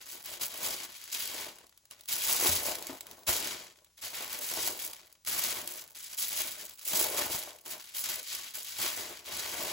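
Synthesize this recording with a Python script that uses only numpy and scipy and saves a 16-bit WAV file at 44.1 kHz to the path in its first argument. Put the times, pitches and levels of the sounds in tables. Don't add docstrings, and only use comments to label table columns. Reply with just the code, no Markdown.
import sys
import numpy as np
from scipy import signal
from scipy.fft import rfft, irfft, next_fast_len
from scipy.io import wavfile
from scipy.ndimage import uniform_filter1d

SR = 44100
rng = np.random.default_rng(int(sys.argv[2]) if len(sys.argv) > 2 else 0)


def int16_out(signal):
    q = np.round(np.clip(np.atleast_2d(signal).T, -1, 1) * 32767)
    wavfile.write(sys.argv[1], SR, q.astype(np.int16))


def linear_from_db(decibels):
    return 10 ** (np.asarray(decibels, float) / 20)


N = 428652
SIZE = next_fast_len(N + SR // 2)
HZ = np.maximum(np.arange(SIZE // 2 + 1) * SR / SIZE, 1)


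def rms_one(x):
    return x / np.sqrt(np.mean(x ** 2) + 1e-20)


def in_time(rows):
    s, *columns = np.transpose(rows)
    return [np.interp(np.arange(N) / SR, s, c) for c in columns]


def over_hz(rows):
    hz, *columns = np.transpose(rows)
    return [np.interp(np.log(HZ), np.log(hz), c) for c in columns]


def colour(x, spectrum):
    gain = linear_from_db(over_hz(spectrum)[0])
    return irfft(rfft(x, SIZE) * gain, SIZE)[..., :N]


def drift(per_s):
    r = np.exp(-2 * np.pi * 20 * per_s / SR)
    noise = rng.standard_normal(N // 20 + 3002)
    slow = signal.lfilter([1], [1, -2 * r, r * r], noise)[3000:]
    return np.interp(np.arange(N) / 20, np.arange(len(slow)), rms_one(slow))


def grains(per_s, spread_db, t60_s, clump_db, tick):
    clumps = linear_from_db(clump_db * drift(24.0))
    sizes = linear_from_db(spread_db * np.minimum(rng.exponential(1, N), 5))
    buckles = rms_one(sizes * clumps * (rng.random(N) < per_s / SR))
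    keep = linear_from_db(-120 / (t60_s * SR))
    flutter = np.sqrt(signal.lfilter([1 - keep], [1, -keep], buckles ** 2 + 1e-18))
    ticks = tick * buckles * rng.choice([-1, 1], (2, N))
    return ticks + flutter * rng.standard_normal((2, N))


def crisp(x, top_db, split_hz=7500):
    top = signal.sosfilt(signal.butter(2, split_hz, "high", fs=SR, output="sos"), x)
    rest = signal.sosfilt(signal.butter(2, split_hz, "low", fs=SR, output="sos"), x)
    return rest - top * linear_from_db(top_db)


def patchy(x, edges_hz, depth_db, per_s):
    below, out = 0, 0
    for hz in edges_hz:
        lower = signal.sosfiltfilt(signal.butter(2, hz, fs=SR, output="sos"), x)
        swell_db = depth_db * (drift(per_s) + drift(6 * per_s))
        out = out + (lower - below) * linear_from_db(swell_db)
        below = lower
    return out + x - below


# start in seconds, length in seconds,
# relative crackle level in dB, relative crispness in dB, relative hollow box rustle against the crackle in dB.
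DRAGS = [(0, 0.0013, -44.5, -11.5, -10), (0.051, 0.096, -47.5, 2, -6.5), (0.233, 0.098, -44.5, -2, -4),
         (0.677, 0.16, -41, -10.5, -11), (0.917, 0.23, -46, -7, -21), (1.111, 0.13, -34.5, -7, -20),
         (1.281, 0.13, -36.5, -13, -8.5), (1.899, 0.0099, -51.5, -12, -7), (2.075, 0.13, -34, -3, -19.5),
         (2.512, 0.053, -36.5, 3.5, -2.5), (2.782, 0.12, -47, -8.5, 1.5), (3.043, 0.088, -56.5, -19.5, 7.5),
         (3.263, 0.075, -31.5, -2, -4), (3.962, 0.04, -50, -7, -18), (4.008, 0.054, -40.5, -2, -8.5),
         (4.127, 0.095, -39, -5.5, -3.5), (4.399, 0.27, -39, 2, -5), (4.771, 0.063, -46, 10, -3.5),
         (4.924, 0.07, -52, -10, -9), (5.254, 0.23, -34, -3.5, -12.5), (5.488, 0.1, -43, -2.5, 2.5),
         (5.65, 0.13, -47.5, 1, -6), (5.938, 0.2, -46, -2.5, -21.5), (6.167, 0.065, -35.0, -1, -23),
         (6.293, 0.13, -36.5, -1.5, -10), (6.493, 0.12, -44.5, -2, -12), (6.969, 0.23, -38.5, -1, -1.5),
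         (7.645, 0.07, -44, 0, -2), (7.788, 0.14, -50.5, -3.5, -23), (7.931, 0.19, -43.5, 10.5, -12),
         (8.024, 0.073, -35.5, -9, -12), (8.532, 0.038, -41.5, 3, -12), (8.636, 0.28, -39.5, -7.5, -23.5),
         (8.78, 0.062, -32, -6.5, -3.5), (8.958, 0.031, -34.5, -10, -4.5), (9.047, 0.11, -44.5, -11.5, -9),
         (9.242, 0.12, -40.5, -11.5, -7.5), (9.31, 0.48, -36, -8.5, -7)]
# start in seconds, length in seconds,
# relative crackle level in dB, relative crispness in dB, relative hollow box rustle against the crackle in dB.
CRUSHES = [(0.388, 0.03, -41, 6, -1), (0.466, 0.2, -37.5, -4, -6), (0.625, 0.034, -38.5, 6.5, -4),
           (2.229, 0.074, -31, 2.5, -3.5), (2.354, 0.11, -30.5, 3, -2.5), (2.639, 0.015, -36, 2.5, 2.5),
           (3.391, 0.081, -30.5, -16.5, -9), (4.277, 0.057, -37, -5.5, -8), (6.767, 0.083, -47.5, 5, -17.5),
           (6.847, 0.13, -35.5, 8.5, 0), (7.153, 0.031, -32, -4, 0.5), (7.296, 0.034, -36, 2, -6),
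           (7.401, 0.011, -42.5, -10, -3.5), (8.227, 0.12, -33, -12.5, -32),
           (8.392, 0.042, -37, -14.5, -28.5)]


def handling():
    drag_swell_db, crush_swell_db = 2.33, 11.5
    attack_s, release_db_per_s = 0.006, 104
    box_late_db, box_late_s = 11, 0.17
    rest_db = -80
    start, length, level_db, crisp_db, hollow_db = np.transpose(DRAGS + CRUSHES)[:, :, None]
    swell_db = np.repeat([drag_swell_db, crush_swell_db], [len(DRAGS), len(CRUSHES)])[:, None]
    s = np.arange(0, N + 64, 64) / SR
    since = s - start
    moving = np.maximum(since, 0)
    onset_db = 2 * 20 * np.log10(1e-9 - np.expm1(-moving / attack_s))
    pull_db = onset_db + swell_db * (moving / length - 1)
    settle_db = release_db_per_s * (length - since)
    move_db = np.maximum(level_db + np.minimum(pull_db, settle_db), -200)
    power = linear_from_db(move_db) ** 2
    total = power.sum(axis=0)
    share = power / total
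    hollow_db = hollow_db - box_late_db * np.exp(-moving / box_late_s)
    crackle_db = 10 * np.log10(total + linear_from_db(rest_db) ** 2)
    crisp_db, hollow_db = (share * crisp_db).sum(axis=0), (share * hollow_db).sum(axis=0)
    return in_time(np.transpose([s, crackle_db, crisp_db, hollow_db]))


# frequency in Hz, gain in dB.
PAPER = [(700, -9.5), (1400, -3), (2500, -2.5), (4000, -2.5), (7000, -3), (15500, -1)]


def crackle(level_db, crisp_db, hollow_db):
    per_s = 3000 * linear_from_db(1.5 * np.minimum(level_db + 43, 0))
    sheet = grains(per_s, spread_db=2.5, t60_s=0.024, clump_db=1.2, tick=0.3)
    sheet /= np.sqrt(uniform_filter1d(np.mean(sheet ** 2, axis=0), size=SR // 8) + 1e-9)
    lone = (rng.random(N) < 90 / SR) * rng.uniform(0.1, 1, N)
    lone_ticks = signal.lfilter([1], [1, -np.exp(-1 / (0.0013 * SR))], lone + 1e-18)
    spits = np.diff(lone_ticks * rng.standard_normal((2, N)), prepend=0)
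    sheet += 2.53 * linear_from_db(-0.3 * np.clip(level_db + 38.5, -20, 0)) * spits
    low = signal.sosfiltfilt(signal.butter(2, 2200, fs=SR, output="sos"), sheet)
    sheet += low * (linear_from_db(0.28 * (hollow_db + 14.0)) - 1)
    sheet = patchy(sheet, np.geomspace(1500, 7500, num=5), depth_db=1.5, per_s=4.4)
    tight_creases_db = 0.26 * (level_db + 49.5) + 2.24 * drift(65)
    sheet = crisp(sheet, 0.28 * crisp_db, split_hz=3000)
    paper = colour(sheet * linear_from_db(level_db + 1.5), PAPER)
    return crisp(paper, 0.61 * crisp_db + tight_creases_db)


# frequency in Hz, gain in dB.
BOX = [(30, -38), (55, -13), (130, -13.5), (230, -8), (430, -0.5), (640, -2.5), (780, -5.5), (1000, -3.5),
       (1200, -11.5), (2400, -16.5)]


def box_rustle(level_db):
    walls = colour(grains(600, spread_db=3.5, t60_s=0.05, clump_db=0.57, tick=0.18), BOX)
    walls /= np.sqrt(uniform_filter1d(np.mean(walls ** 2, axis=0), size=SR // 4) + 1e-9)
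    walls = rms_one(patchy(walls, np.geomspace(120, 1400, num=6), depth_db=2.2, per_s=2.5))
    keep = np.exp(-1 / (0.0012 * SR))
    swell = signal.lfilter([1 - keep], [1, -keep], linear_from_db(level_db + 3.5))
    return walls * swell


# frequency in Hz, gain in dB.
ROOM_HUM = [(18, -16.5), (30, 6), (103, -4), (499, -22), (9220, -11.5), (16000, -28)]


def room_hum():
    return linear_from_db(-70) * rms_one(colour(rng.standard_normal((2, N)), ROOM_HUM))


def dying_noise(t60_s, count):
    t = np.arange(SR // 2) / SR
    burst = rng.standard_normal((count, len(t))) * linear_from_db(-60 * t / t60_s)
    return burst / np.sqrt(np.sum(burst ** 2, axis=1, keepdims=True))


def room(x):
    tail = signal.lfilter([.6], [1, -.4], dying_noise(t60_s=0.14, count=2))
    return linear_from_db(-6.5) * signal.oaconvolve(x, tail, axes=1)[:, :N]


# start in seconds, relative level in dB.
SNAPS = [(0.434, -19), (1.5857, -38), (1.6676, -46), (1.694, -47), (1.776, -46), (1.8544, -47),
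         (1.9108, -34), (1.996, -45), (2.009, -40), (2.036, -45), (2.057, -40), (2.7537, -26),
         (2.7856, -31), (2.9712, -40), (2.467, -25), (2.825, -26.5), (2.8689, -27), (3.008, -28),
         (3.068, -34), (3.1124, -35), (3.171, -47), (3.1917, -43), (3.2336, -43), (3.846, -47),
         (4.933, -30.5), (5.1264, -45.5), (5.2492, -34), (5.6753, -23.5), (5.847, -43), (5.954, -38),
         (6.793, -35.5), (6.933, -22), (7.344, -30), (7.5867, -40), (7.661, -31), (7.806, -36),
         (7.9575, -42), (8.5472, -41), (9.2592, -35.5)]


def snaps():
    out, length = np.zeros((2, N + SR)), SR // 10
    t = np.arange(length) / SR
    for s, level_db in SNAPS:
        noise, hz = rng.standard_normal((2, length)), rng.uniform(3200, 3800)
        flutter = signal.lfilter(*signal.iirpeak(hz, 3.0, SR), noise) * linear_from_db(-7 - 60 * t / 0.051)
        tick = crisp(noise * linear_from_db(-60 * t / 0.016), rng.normal(4, 4))
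        at = round(s * SR)
        out[:, at:at + length] += linear_from_db(level_db - 4.5) * (tick + flutter)
    return colour(out[:, :N], PAPER)


# start in seconds, relative level in dB, pitch in Hz,
# time in seconds for the swing to fall 60 dB.
THUMPS = [(2.49, -37.5, 86, 0.28), (2.894, -38, 269.4, 0.17), (3.289, -29, 73.6, 0.044),
          (6.934, -38.5, 198, 0.094), (7.346, -39, 131, 0.036), (7.474, -46.5, 480, 0.052)]


def thumps():
    out, t = np.zeros(N + SR), np.arange(SR // 2) / SR
    dull = signal.butter(2, [250, 1300], "band", fs=SR, output="sos")
    for s, level_db, hz, t60_s in THUMPS:
        at = round(s * SR)
        soft_start = 1 - np.exp(-t / 0.00045)
        swing = np.sin(2 * np.pi * hz * t) * soft_start * linear_from_db(-60 * t / t60_s)
        knock = signal.sosfilt(dull, rng.standard_normal(len(t)) * linear_from_db(14.0 - 60 * t / 0.073))
        out[at:at + len(t)] += linear_from_db(level_db) * (swing + knock)
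    return out[:N] * [[1], [0]]


def scene():
    crackle_db, crisp_db, hollow_db = handling()
    paper = crackle(crackle_db, crisp_db, hollow_db) + snaps()
    box = box_rustle(crackle_db + hollow_db) + thumps()
    near = paper + box
    return near + room(near) + room_hum()


def roll_off(x):
    return signal.sosfilt(signal.butter(12, 16970, fs=SR, output="sos"), x)


# frequency in Hz, likeness from 0 to 1,
# left lead in radians before the treble turn, left over right in dB.
PORTS = [(150, .95, .05, 2), (800, .7, .3, 1.5), (1800, .45, .9, 2), (3500, .5, .3, 3),
         (5500, .55, -.3, 2.5), (6600, .85, .2, 1), (7200, .97, .1, .3), (7900, 1, 0, 0)]


def record(dry):
    turn_from_hz, turn_every_hz = 7035, 4060
    cutoff_hz, low_cut_hz = 15800, 51
    alike, lead, balance_db = over_hz(PORTS)
    alike = np.clip(alike, 0, 1)
    turn = 2 * np.pi * np.clip((HZ - turn_from_hz) / turn_every_hz, 0, 2)
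    lead = lead - turn + 0.11 * np.sin(2 * turn)
    passed = (HZ < cutoff_hz) / np.sqrt(1 + (low_cut_hz / HZ) ** 6)
    shared, own = rfft(dry, SIZE) * passed
    right = alike * shared * np.exp(-1j * lead) + np.sqrt(1 - alike ** 2) * own
    ports = irfft([shared * linear_from_db(balance_db / 2), right * linear_from_db(-balance_db / 2)], SIZE)[:, :N]
    return roll_off(ports)


dry = scene()
out = record(dry)
int16_out(out)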